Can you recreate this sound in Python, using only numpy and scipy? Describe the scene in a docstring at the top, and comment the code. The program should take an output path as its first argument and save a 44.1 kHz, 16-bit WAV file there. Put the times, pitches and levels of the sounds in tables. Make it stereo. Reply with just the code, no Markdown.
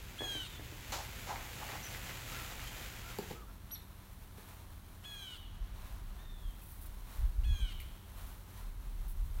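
"""Tomatoes sizzle in a wok, close to the microphone in a kitchen. The glass lid is lifted, drips spit
on the hot steel, fat bubbles burst and the lid is set down. The sizzle sinks to a soft hiss and the
image closes to mono; wet skins tear as they are pulled off. Motors hum and air buffets the microphone.
Outside, a bird's nasal, falling cries rebound from walls and are answered from afar, among a few
chirps and distant whistles."""
import sys
import numpy as np
from scipy import signal
from scipy.fft import rfft, irfft
from scipy.io import wavfile
from scipy.ndimage import uniform_filter1d

SR = 44100
rng = np.random.default_rng(int(sys.argv[2]) if len(sys.argv) > 2 else 0)


def inscribe(sig):
    """Save sig as 16-bit PCM at rate SR to the path in sys.argv[1].

    A 1-D sig is mono; a 2-D sig holds one channel per row.
    Samples are clipped to [-1, 1] before scaling.
    """
    pcm = np.round(np.clip(np.atleast_2d(sig).T, -1, 1) * 32767)
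    wavfile.write(sys.argv[1], SR, pcm.astype(np.int16))


N = 414540
TIME = np.arange(N) / SR

# the nasal voice of cry and answer, led by its fourth partial: (multiple of the pitch, level [dB])
CRY_SPECTRUM = [(2, -11.5), (3, -16.5), (4, -4.5), (5, -15.5), (6, -24), (7, -23), (8, -18), (9, -25),
                (10, -23), (11, -20), (12, -25.5), (13, -33), (14, -24), (15, -23), (16, -23)]


def from_db(db):
    """Decibels to gain."""
    return 10 ** (np.asarray(db) / 20)


def rms_one(x):
    """Scale to unit power."""
    return x / np.sqrt(np.mean(x ** 2) + 1e-20)


def level(rows):
    """A curve of (time [s], level [dB]) as a gain at every sample."""
    return from_db(np.interp(TIME, *np.transpose(rows)))


def drift(per_s, count=N):
    """A random wander between knots with a spread of 1."""
    knots = rng.standard_normal(2000)
    return np.interp(TIME[:count] * per_s, np.arange(len(knots)), knots)


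def coloured(x, spectrum, tilt_db=0):
    """Give x a spectrum, tilted per octave above 800 Hz; unit power."""
    octave = np.log2(np.maximum(np.arange(N // 2 + 1) * SR / N, 1))
    hz, db = np.transpose(spectrum)
    shape_db = np.interp(octave, np.log2(hz), db) + tilt_db * np.maximum(octave, np.log2(800))
    low_cut_db = 18 * np.minimum(octave - np.log2(hz[0]), 0)
    return rms_one(irfft(rfft(x) * from_db(shape_db + low_cut_db), N))


def crackle(per_s, spread_db, smooth):
    """Tiny bursts of uneven size over a smooth hiss, unrelated in two channels."""
    sizes = from_db(spread_db * np.minimum(rng.exponential(1, (2, N)), 4)) * rng.choice([-1, 1], (2, N))
    clicks = rms_one(sizes * (rng.random((2, N)) < per_s / SR))
    return rms_one(clicks + smooth * rng.standard_normal((2, N)))


def spread(pair, side, left_db):
    """Two unrelated signals as mid and side, leaning left; the side carries no bass."""
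    wide = signal.sosfilt(signal.butter(2, 500, "high", fs=SR, output="sos"), pair[1])
    return (pair[0] + side * wide * np.array([[1], [-1]])) * from_db([[left_db / 2], [-left_db / 2]])


def add(out, x, start):
    """Mix x in at a time in seconds."""
    at = max(round(start * SR), 0)
    out[at:at + len(x)] += x[:N - at]


def burst(start, length, t60, rise=0.00096):
    """An envelope: rise, hold, exponential fall."""
    out, age = np.zeros(N), TIME[:SR]
    add(out, np.minimum(age / rise, 1) * from_db(-60 * np.maximum(age - length, 0) / t60), start)
    return out


def swell(start, length, rise=0.058, fall=0.18):
    """An envelope: rise, hold, straight fall."""
    return np.interp(TIME, start + np.cumsum([0, rise, max(length - rise, 0), fall]), [0, 1, 1, 0])


def strike(modes, scatter_db):
    """One blow rings every mode with a strength of its own."""
    t, ring = TIME[:SR // 3], 0
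    for k, (hz, db, t60) in enumerate(modes):
        decay = from_db(db + scatter_db * rng.normal() - 60 * t / t60)
        ring += (-1) ** k * decay * np.sin(2 * np.pi * hz * t)
    return ring


def blows(rows, modes):
    """Blows on one body; a soft contact loses its treble."""
    out = np.zeros(N)
    for start, db, cutoff_hz in rows:
        pole = np.exp(-2 * np.pi * cutoff_hz / SR)
        ring = signal.lfilter([1 - pole], [1, -pole], strike(modes, scatter_db=1))
        add(out, from_db(db) * ring, start)
    return out


def echoes(x, t60, build_s):
    """Scattered reflections, different on each side, with the power of x."""
    t = TIME[:SR]
    tail = rng.standard_normal((2, SR)) * from_db(-60 * t / t60) * np.clip(t / build_s, 0, 1) ** 2
    return signal.fftconvolve(x[None], tail / np.sqrt(np.sum(tail ** 2) / 2), axes=1)[:, :N]


def room_and_motors(settled):
    """The kitchen's low rumble holds a faint steady tone; motors hum over it."""
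    # the rumble's faint low tone (49.5 Hz), then the motors' hum lines:
    # (frequency [Hz], level during the sizzle [dB], level afterwards [dB])
    steady_tones = [(49.5, -63, -63), (89.7, -60, -60), (119.8, -58.5, -76), (179.3, -71, -78),
                    (193, -80, -70.5), (239.6, -74, -90)]
    # the rumble: (frequency [Hz], level [dB])
    room_colour = [(12, -39), (25, -4.5), (50, -1), (70, -6), (105, -9.5), (140, -15.5), (220, -20.5),
                   (400, -26.5), (1000, -71)]
    tones = 0
    for hz, early_db, late_db in steady_tones:
        gain = from_db(early_db + (late_db - early_db) * settled + 0.93 * drift(3))
        tones += np.sqrt(2) * gain * np.sin(2 * np.pi * hz * TIME + 0.43 * drift(1.965))
    return tones + from_db(-51 - 1.33 * settled) * coloured(rng.standard_normal(N), room_colour)


def buffeting():
    """Puffs of air rumble on the microphone, each a bell curve in time; they add in power."""
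    # air on the microphone: (frequency [Hz], level [dB])
    air_colour = [(10, -52), (20, -11.5), (33, 5), (50, -2.5), (70, -10.5), (110, -24.5), (170, -35),
                  (400, -69), (1000, -78)]
    # puffs: (time of peak [s], half width [s], level [dB])
    puffs = [(5.62, 0.064, -41), (6.1, 0.36, -44.5), (6.46, 0.029, -37.5), (7.0, 0.19, -47),
             (7.249, 0.035, -26.5), (7.389, 0.022, -30), (7.49, 0.047, -27), (7.629, 0.024, -30.5),
             (7.79, 0.12, -42), (8.24, 0.097, -46.5), (8.679, 0.066, -43), (9.1, 0.26, -39),
             (9.24, 0.028, -29.5), (9.39, 0.036, -34.5)]
    air = coloured(rng.standard_normal(N), air_colour)
    air /= np.sqrt(uniform_filter1d(air ** 2, size=SR // 8))   # the puffs alone set its strength
    power = sum(from_db(db) ** 2 * np.exp(-((TIME - peak) / width) ** 2) for peak, width, db in puffs)
    return air * np.sqrt(power)


def gesture(count, voice, sag):
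    """A call scoops up, arches over a crest and drops: (pitch ratio, depth in scoop or drop, rasp)."""
    t, u = TIME[:count], np.linspace(0, 1, count)
    scooping = np.clip(1 - t / voice["scoop_s"], 0, 1)
    dropping = np.clip(1 - t[::-1] / voice["drop_s"], 0, 1)
    arch = 1 - sag * np.abs(u - voice["crest"]) ** 1.5
    bend = arch * (1 - voice["scoop"] * scooping) * (1 - voice["drop"] * dropping)
    edge = scooping + dropping
    rasp = voice["rasp"] + voice["late_rasp"] * u ** 5.2 + voice["edge_rasp"] * edge
    return bend, edge, np.clip(rasp, 0, 1)


def resonance(hz, centre_hz, db, octaves):
    """The lift in dB of a partial gliding through a resonance."""
    return db * np.exp(-(np.log2(hz / centre_hz) / octaves) ** 2)


def bird(calls, voice, partials, lead, jitter, breath, fray=False, waver_db=2.5, chest_db=0):
    """A harmonic voice around its lead partial, through throat and beak: (direct sound, echo send)."""
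    # calls: (time [s], length [s], crest pitch [Hz], sag [share of pitch], level [dB],
    # loudest point [share of length], swell [dB], echo send [dB], tilt [dB/octave],
    # throat resonance [Hz], odd partials [dB])
    # resonances of windpipe and beak: (frequency [Hz], height [dB], width [octaves])
    beak = [(3880, 1, .064), (6530, 8, 0.047), (8300, 2.5, .04)]
    direct, send = np.zeros(N), np.zeros(N)
    for start, length, crest_hz, sag, db, loudest, swell_db, echo_db, tilt_db, throat_hz, odd_db in calls:
        count = int(length * SR)
        u = np.linspace(0, 1, count)
        bend, edge, rasp = gesture(count, voice, sag)
        shape_db = voice["edge_db"] * edge - swell_db * (u - loudest) ** 2
        # a rasping voice shakes in pitch and strength and sheds noise
        hz = crest_hz * bend * (1 + jitter * rasp * drift(700, count) + 0.00353 * drift(32.1, count))
        shake = 1 + rasp * drift(500, count)
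        noise = rasp * breath[int(start * SR):][:count]
        phase, tone = 2 * np.pi * np.cumsum(hz) / SR, 0
        for k, partial_db in partials:
            octave = np.log2(k / lead)
            tract_db = resonance(k * hz, throat_hz, db=7, octaves=0.26)
            tract_db += sum(resonance(k * hz, *peak) for peak in beak)
            slope_db = (tilt_db + voice["edge_bright_db"] * edge) * octave
            slope_db += 2 * rasp * max(octave, 0)   # rasp lifts the upper partials
            slope_db += chest_db * (.5 - u) * max(-octave, 0)   # the low partials start strong and fade
            flutter_db = waver_db * (k / lead) ** 0.39 * drift(43.3, count)
            # partials far from the lead fray in phase, more so as the call runs out
            slip = fray * abs(k - lead) / lead * (.45 + 2.6 * u ** 2) * drift(220, count)
            gain = from_db(partial_db + odd_db * (k % 2) + tract_db + slope_db + flutter_db)
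            tone += gain * np.sin(k * phase + slip)
        gate = np.clip(np.minimum(u, 1 - u) * length / 0.00063, 0, 1)
        call = (np.sqrt(2) * tone * shake + noise) * gate * from_db(db + shape_db)
        add(direct, call, start)
        add(send, call * from_db(echo_db), start)
    return direct, send


def whistles():
    """Far off, a bird whistles soft, rough arches on a single partial."""
    # whistles: columns as for calls in bird()
    calls = [(2.315, .135, 1430, .37, -54.5, .5, 10, -14, 0, 1350, 0),
             (2.59, .11, 1280, .25, -60, .45, 10, -14, 0, 1350, 0),
             (3.025, .125, 1440, .4, -59, .45, 10, -14, 0, 1350, 0),
             (3.335, .11, 1330, .33, -58.5, .45, 12, -14, 0, 1350, 0),
             (3.465, .06, 1400, .25, -67, .45, 12, -14, 0, 1350, 0)]
    voice = dict(crest=0.442, scoop=0, scoop_s=0.022, drop=0, drop_s=.02,
                 edge_db=-2, edge_bright_db=10, rasp=0.39, late_rasp=0, edge_rasp=0)
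    return bird(calls, voice, [(0.98, 0)], lead=1, jitter=0.071, breath=np.zeros(N))


def answers(breath):
    """A second bird answers from afar, raspy and starting low in the chest."""
    # answers: columns as for calls in bird()
    calls = [(.31, .28, 977, .15, -55.5, 0.66, 11, -13, -1, 3720, -15),
             (6.185, .345, 917, .2, -61.5, 0.57, 10, -12, -4, 3450, -13)]
    voice = dict(crest=0.12, scoop=0.037, scoop_s=0.0277, drop=0, drop_s=.03,
                 edge_db=-3, edge_bright_db=-1, rasp=0.19, late_rasp=.15, edge_rasp=0)
    return bird(calls, voice, CRY_SPECTRUM, lead=4, jitter=0.072, breath=breath, fray=True, chest_db=15)


def chirps(breath):
    """Out in the yard, each chirp is one short, clear, high arch."""
    # chirps: columns as for calls in bird()
    calls = [(1.828, .042, 6120, .11, -59.5, .55, 14, -4, -20, 6000, 0),
             (3.714, .038, 5930, .11, -53.5, .6, 17, -8, -8, 11800, 0)]
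    # their partials: (multiple of the pitch, level [dB])
    partials = [(1, 0), (2, 12.5)]
    voice = dict(crest=0.6, scoop=0.02, scoop_s=0.0028, drop=0.043, drop_s=0.0075,
                 edge_db=9, edge_bright_db=-16, rasp=0.02, late_rasp=0.04, edge_rasp=.05)
    return bird(calls, voice, partials, lead=1, jitter=0.047, breath=breath, waver_db=0.725)


def chips(breath):
    """The voice catches, low and rough, just before and after the second chirp."""
    # chips: columns as for calls in bird(); a negative sag makes the pitch rise
    calls = [(3.707, .007, 1400, -.8, -63, .6, 12, -3, 0, 3900, 0),
             (3.755, .008, 2030, .24, -57, .5, 16, 3, 0, 3800, 0)]
    # their partials: (multiple of the pitch, level [dB])
    partials = [(1, -9), (2, 0)]
    voice = dict(crest=0.08, scoop=0, scoop_s=0.0025, drop=0, drop_s=.002,
                 edge_db=2, edge_bright_db=-14, rasp=0.45, late_rasp=0, edge_rasp=0)
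    return bird(calls, voice, partials, lead=2, jitter=0.065, breath=breath, waver_db=0.625)


def cries(breath):
    """The nearer bird gives nasal, falling cries that turn hoarse as they run out."""
    # cries: columns as for calls in bird()
    calls = [ (.177, 0.3, 838, 0.17, -44, 0.47, 22, -13.5, -1, 3380, -2),
             (5.037, 0.34, 841, 0.2, -53, 0.45, 10, -4.5, -1.2, 3270, 3),
             (7.434, .298, 843, .19, -55, 0.25, 3, -1, -2.5, 2900, 4), ]
    voice = dict(crest=.09, scoop=.26, scoop_s=.015, drop=0.059, drop_s=0.0337,
                 edge_db=-6, edge_bright_db=-2, rasp=0.057, late_rasp=0.4, edge_rasp=0.39)
    return bird(calls, voice, CRY_SPECTRUM, lead=4, jitter=0.049, breath=breath, fray=True)


def walls(send):
    """Walls outside return dull rebounds and a scattered tail."""
    # rebounds, the nearest beating against the gliding voice: (delay [s], level [dB])
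    rebounds = [(.00986, -7.5), (.04, -15), (0.104, -4.2), (.15, -16), (.21, -17)]
    dull = signal.sosfilt(signal.butter(2, [2100, 4300], "band", fs=SR, output="sos"), send + 1e-18)
    out = np.zeros(N)
    for delay, db in rebounds:
        add(out, from_db(db) * dull, delay)
    return out + from_db(-1.5) * echoes(dull, t60=1.46, build_s=0.011)


def birds():
    """The birds outside, each at its distance; scattered reflections soften the far ones."""
    # breath noise of a rasping voice: (frequency [Hz], level [dB])
    breath_colour = [(2200, -13), (3300, 5), (3900, 5), (4500, 8), (5200, -13), (9000, 0), (15000, -33)]
    breath = coloured(rng.standard_normal(N), breath_colour)
    cry, cry_send = cries(from_db(2) * breath)
    answer, answer_send = answers(from_db(-7) * breath)
    chirp, chirp_send = chirps(from_db(14) * breath)
    chip, chip_send = chips(from_db(2) * breath)
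    whistle, whistle_send = whistles()
    far = answer + whistle
    distant = from_db(-6.5) * far + from_db(-12) * echoes(far, t60=0.49, build_s=0.0021)
    yard = echoes(chirp_send, t60=0.32, build_s=0.0081) + echoes(chip_send, t60=.33, build_s=0.0072)
    return distant + chirp + chip + yard + cry + walls(cry_send + answer_send + whistle_send)


def lid_knocks():
    """The glass lid, damped by the hand, knocks as it comes off."""
    # contacts: (time [s], level [dB], treble cutoff [Hz])
    knocks = [(.206, -40, 2500), (.218, -38.5, 4000), (.226, -44.5, 600), (.351, -41, 500),
              (.594, -46.5, 3500), (.722, -46.5, 400)]
    # the lid's ring: (frequency [Hz], level [dB], t60 [s])
    modes = [(296, 1, 0.061), (453, 1.5, 0.028), (620, -1.5, 0.036), (850, 3, 0.015), (1120, -5.5, 0.02),
             (1720, -1, 0.019), (2300, -13, .015)]
    return blows(knocks, modes)


def wok_knocks():
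    """Lid and utensils touch the wok as they are put down."""
    # contacts: (time [s], level [dB], treble cutoff [Hz])
    knocks = [(3.1865, -27.5, 3970), (3.192, -34, 1800), (3.3065, -35, 1800), (3.3125, -32, 1400),
              (4.379, -45, 3000)]
    # the wok's ring: (frequency [Hz], level [dB], t60 [s])
    modes = [(190, -8, .06), (261, -8, .035), (342, -5, .032), (424, -2, .04), (540, -7, .02),
             (660, -11, .018), (835, -10, .036), (1060, -12, .012), (1640, -19, .016), (2720, -18, .02),
             (4600, -5, .0065), (7200, -6, .006), (12500, 7, .0017)]
    return blows(knocks, modes)


def bubbles():
    """Fat bubbles burst with a pop; small bubbles ring in the juice."""
    # bursting bubbles: (time [s], level [dB])
    pops = [(.924, -46), (1.3585, -27.5), (1.69, -33), (1.948, -32), (2.024, -52), (2.095, -40),
            (2.595, -29.5), (7.802, -43)]
    # the ring of a pop: (frequency [Hz], level [dB], t60 [s])
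    pop_modes = [(1090, -10, 0.0052), (1950, -4, 0.0081), (2350, -7, 0.011), (4500, -12, 0.0047)]
    # small bubbles: (time [s], level [dB], pitch [Hz])
    pips = [(2.672, -43, 3160), (6.619, -59, 2560)]
    out, pip_t60 = np.zeros(N), .045
    for start, db in pops:
        add(out, from_db(db) * strike(pop_modes, scatter_db=4.5), start)
    for start, db, hz in pips:
        add(out, strike([(hz, db, pip_t60)], scatter_db=1), start)
    return out


def contacts():
    """Knocks and bubbles with the ring of the kitchen; the wok's knocks are closer and drier."""
    lid, wok, pops = lid_knocks(), wok_knocks(), bubbles()
    room = echoes(from_db(-1.5) * (lid + pops) + from_db(-5) * wok, t60=0.44, build_s=0.0078)
    return lid + wok + pops + spread(room, side=0.6, left_db=2)


def soft_hiss():
    """The open wok hisses, swelling where juice meets hot steel."""
    # swells: (time [s], length [s], level [dB])
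    swells = [(4.33, 0.18, -58.5), (5.044, 0.25, -63), (5.7, 0.17, -58.5), (6.3, 0.19, -69),
              (7.038, 0.12, -55), (7.452, 0.36, -64.5), (8.123, 0.12, -59), (8.5, .1, -59),
              (9.288, .1, -60)]
    # the hiss: (frequency [Hz], level [dB])
    colour = [(120, -59), (200, -4), (215, -8.5), (321, -14), (596, -8.5), (783, -8), (992, -6),
              (1980, -13), (2510, -15), (4100, -15), (5010, -21.5), (5490, -19), (7480, -20.5),
              (12000, -16.5), (15500, -17.5)]
    # rise and fall of its treble: (time [s], level [dB])
    treble_curve = [(4.05, -1), (4.12, 1), (4.35, -0.5), (5.35, 0), (5.6, -5), (5.9, -2), (6.25, -3),
                    (6.45, 1), (7.0, 0), (8.03, -0.5), (8.3, 1.5), (8.7, -1), (9.3, 1.5)]
    resting_db = -60
    power = from_db(resting_db) ** 2
    power += sum((from_db(db) * swell(start, length)) ** 2 for start, length, db in swells)
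    flicker = from_db(1.03 * drift(22))
    hiss = np.sqrt(power) * flicker * coloured(crackle(1500, 3, smooth=1.7)[0], colour)
    treble = signal.sosfiltfilt(signal.butter(2, 6400, "high", fs=SR, output="sos"), hiss)
    return hiss + (level(treble_curve) - 1) * treble


def peeling():
    """Wet tomato skins tear with a fine crackle."""
    # tears: (time [s], length [s], level [dB])
    tears = [(6.614, 0.11, -57.5), (6.714, 0.091, -60.5), (6.812, 0.033, -54), (6.857, 0.011, -52),
             (7.799, .02, -53.5), (9.079, 0.048, -55.5)]
    # tearing skin: (frequency [Hz], level [dB])
    colour = [(2000, -8), (7000, -9), (9500, 1.5), (13500, 4.5), (15500, 3.5)]
    envelope = sum(from_db(db) * burst(start, length, t60=0.039) for start, length, db in tears)
    return envelope * coloured(crackle(2500, 2.8, smooth=0.28)[0], colour)


def spitting():
    """Drips from the lid flash to steam on the steel, and the hollow of the wok answers."""
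    # drips: (time [s], length [s], hiss [dB], t60 [s], tilt [dB/octave], ring [dB], ring rise [s])
    drips = [(0.92, 0.018, -40.5, 0.42, 2, -42.5, .009), (1.266, 0.047, -50.5, 0.46, 1, -42, 0.025),
             (1.598, 0.032, -55, 0.23, -2, -47.5, .027), (1.689, 0.077, -51.5, 0.16, -2, -53, 0.024),
             (2.321, 0.0081, -51.5, 0.064, 4, -65, .02), (2.508, 0.016, -52, .12, 1, -51, .012),
             (2.664, .02, -54, .1, 4, -66, .02)]
    # the steam: (frequency [Hz], level [dB])
    steam_colour = [(250, -1), (600, -1), (1350, -2.5), (1900, -4.5), (3600, -6), (7200, -8.5), (8400, -19),
                    (15500, -21)]
    # the wok's hollow: (frequency [Hz], level [dB])
    hollow_colour = [(400, -19.5), (680, -6), (840, 1.5), (980, -5), (1300, -12), (2000, -19), (6000, -56)]
    grains = crackle(6000, 1.5, smooth=1)
    hollow = coloured(rng.standard_normal((2, N)), hollow_colour)
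    steam, ring = 0, 0
    for start, length, db, t60, tilt_db, ring_db, ring_rise in drips:
        steam += from_db(db) * burst(start, length, t60) * coloured(grains, steam_colour, tilt_db)
        ring += from_db(ring_db) * burst(start, length, t60, rise=ring_rise)
    return spread(steam, side=1, left_db=3.5) + spread(ring * hollow, side=0.45, left_db=4.5)


def sizzle():
    """Tomato juice sizzles close by, a little left; it opens up as the lid comes off, then sinks away."""
    # strength of the sizzle: (time [s], level [dB])
    curve = [(0, -54), (.35, -52.5), (1.05, -50), (1.6, -47.5), (2.85, -48), (3.3, -52), (3.42, -63.5),
             (3.6, -100)]
    # its spectrum: (frequency [Hz], level [dB])
    colour = [(120, 7), (200, -1.5), (399, -3), (437, -6.5), (497, -0.5), (596, -4), (906, -1.5),
              (1130, -4), (1350, -2), (2250, -1), (2960, -2.5), (5390, -10), (7220, -7.5), (8820, -15),
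              (12200, -10.5), (15500, -11.5)]
    envelope = level(curve) * from_db(1.36 * drift(20))
    return spread(envelope * coloured(crackle(2500, 2.7, smooth=1), colour), side=0.79, left_db=2)


def scene():
    """Wok in front, motors behind, birds outside; the image closes to the centre as the sizzle sinks."""
    settled = np.interp(TIME, [3.22, 3.447], [0, 1])
    mix = sizzle() + spitting() + contacts() + birds()
    mix += settled * (soft_hiss() + peeling())
    mix += room_and_motors(settled) + buffeting()
    return mix + settled * (mix.mean(axis=0) - mix)


def record(dry):
    """The top is cut steeply at 15.8 kHz."""
    return signal.sosfilt(signal.ellip(12, .1, 80, 15800, fs=SR, output="sos"), dry)


dry = scene()
out = record(dry)
inscribe(out)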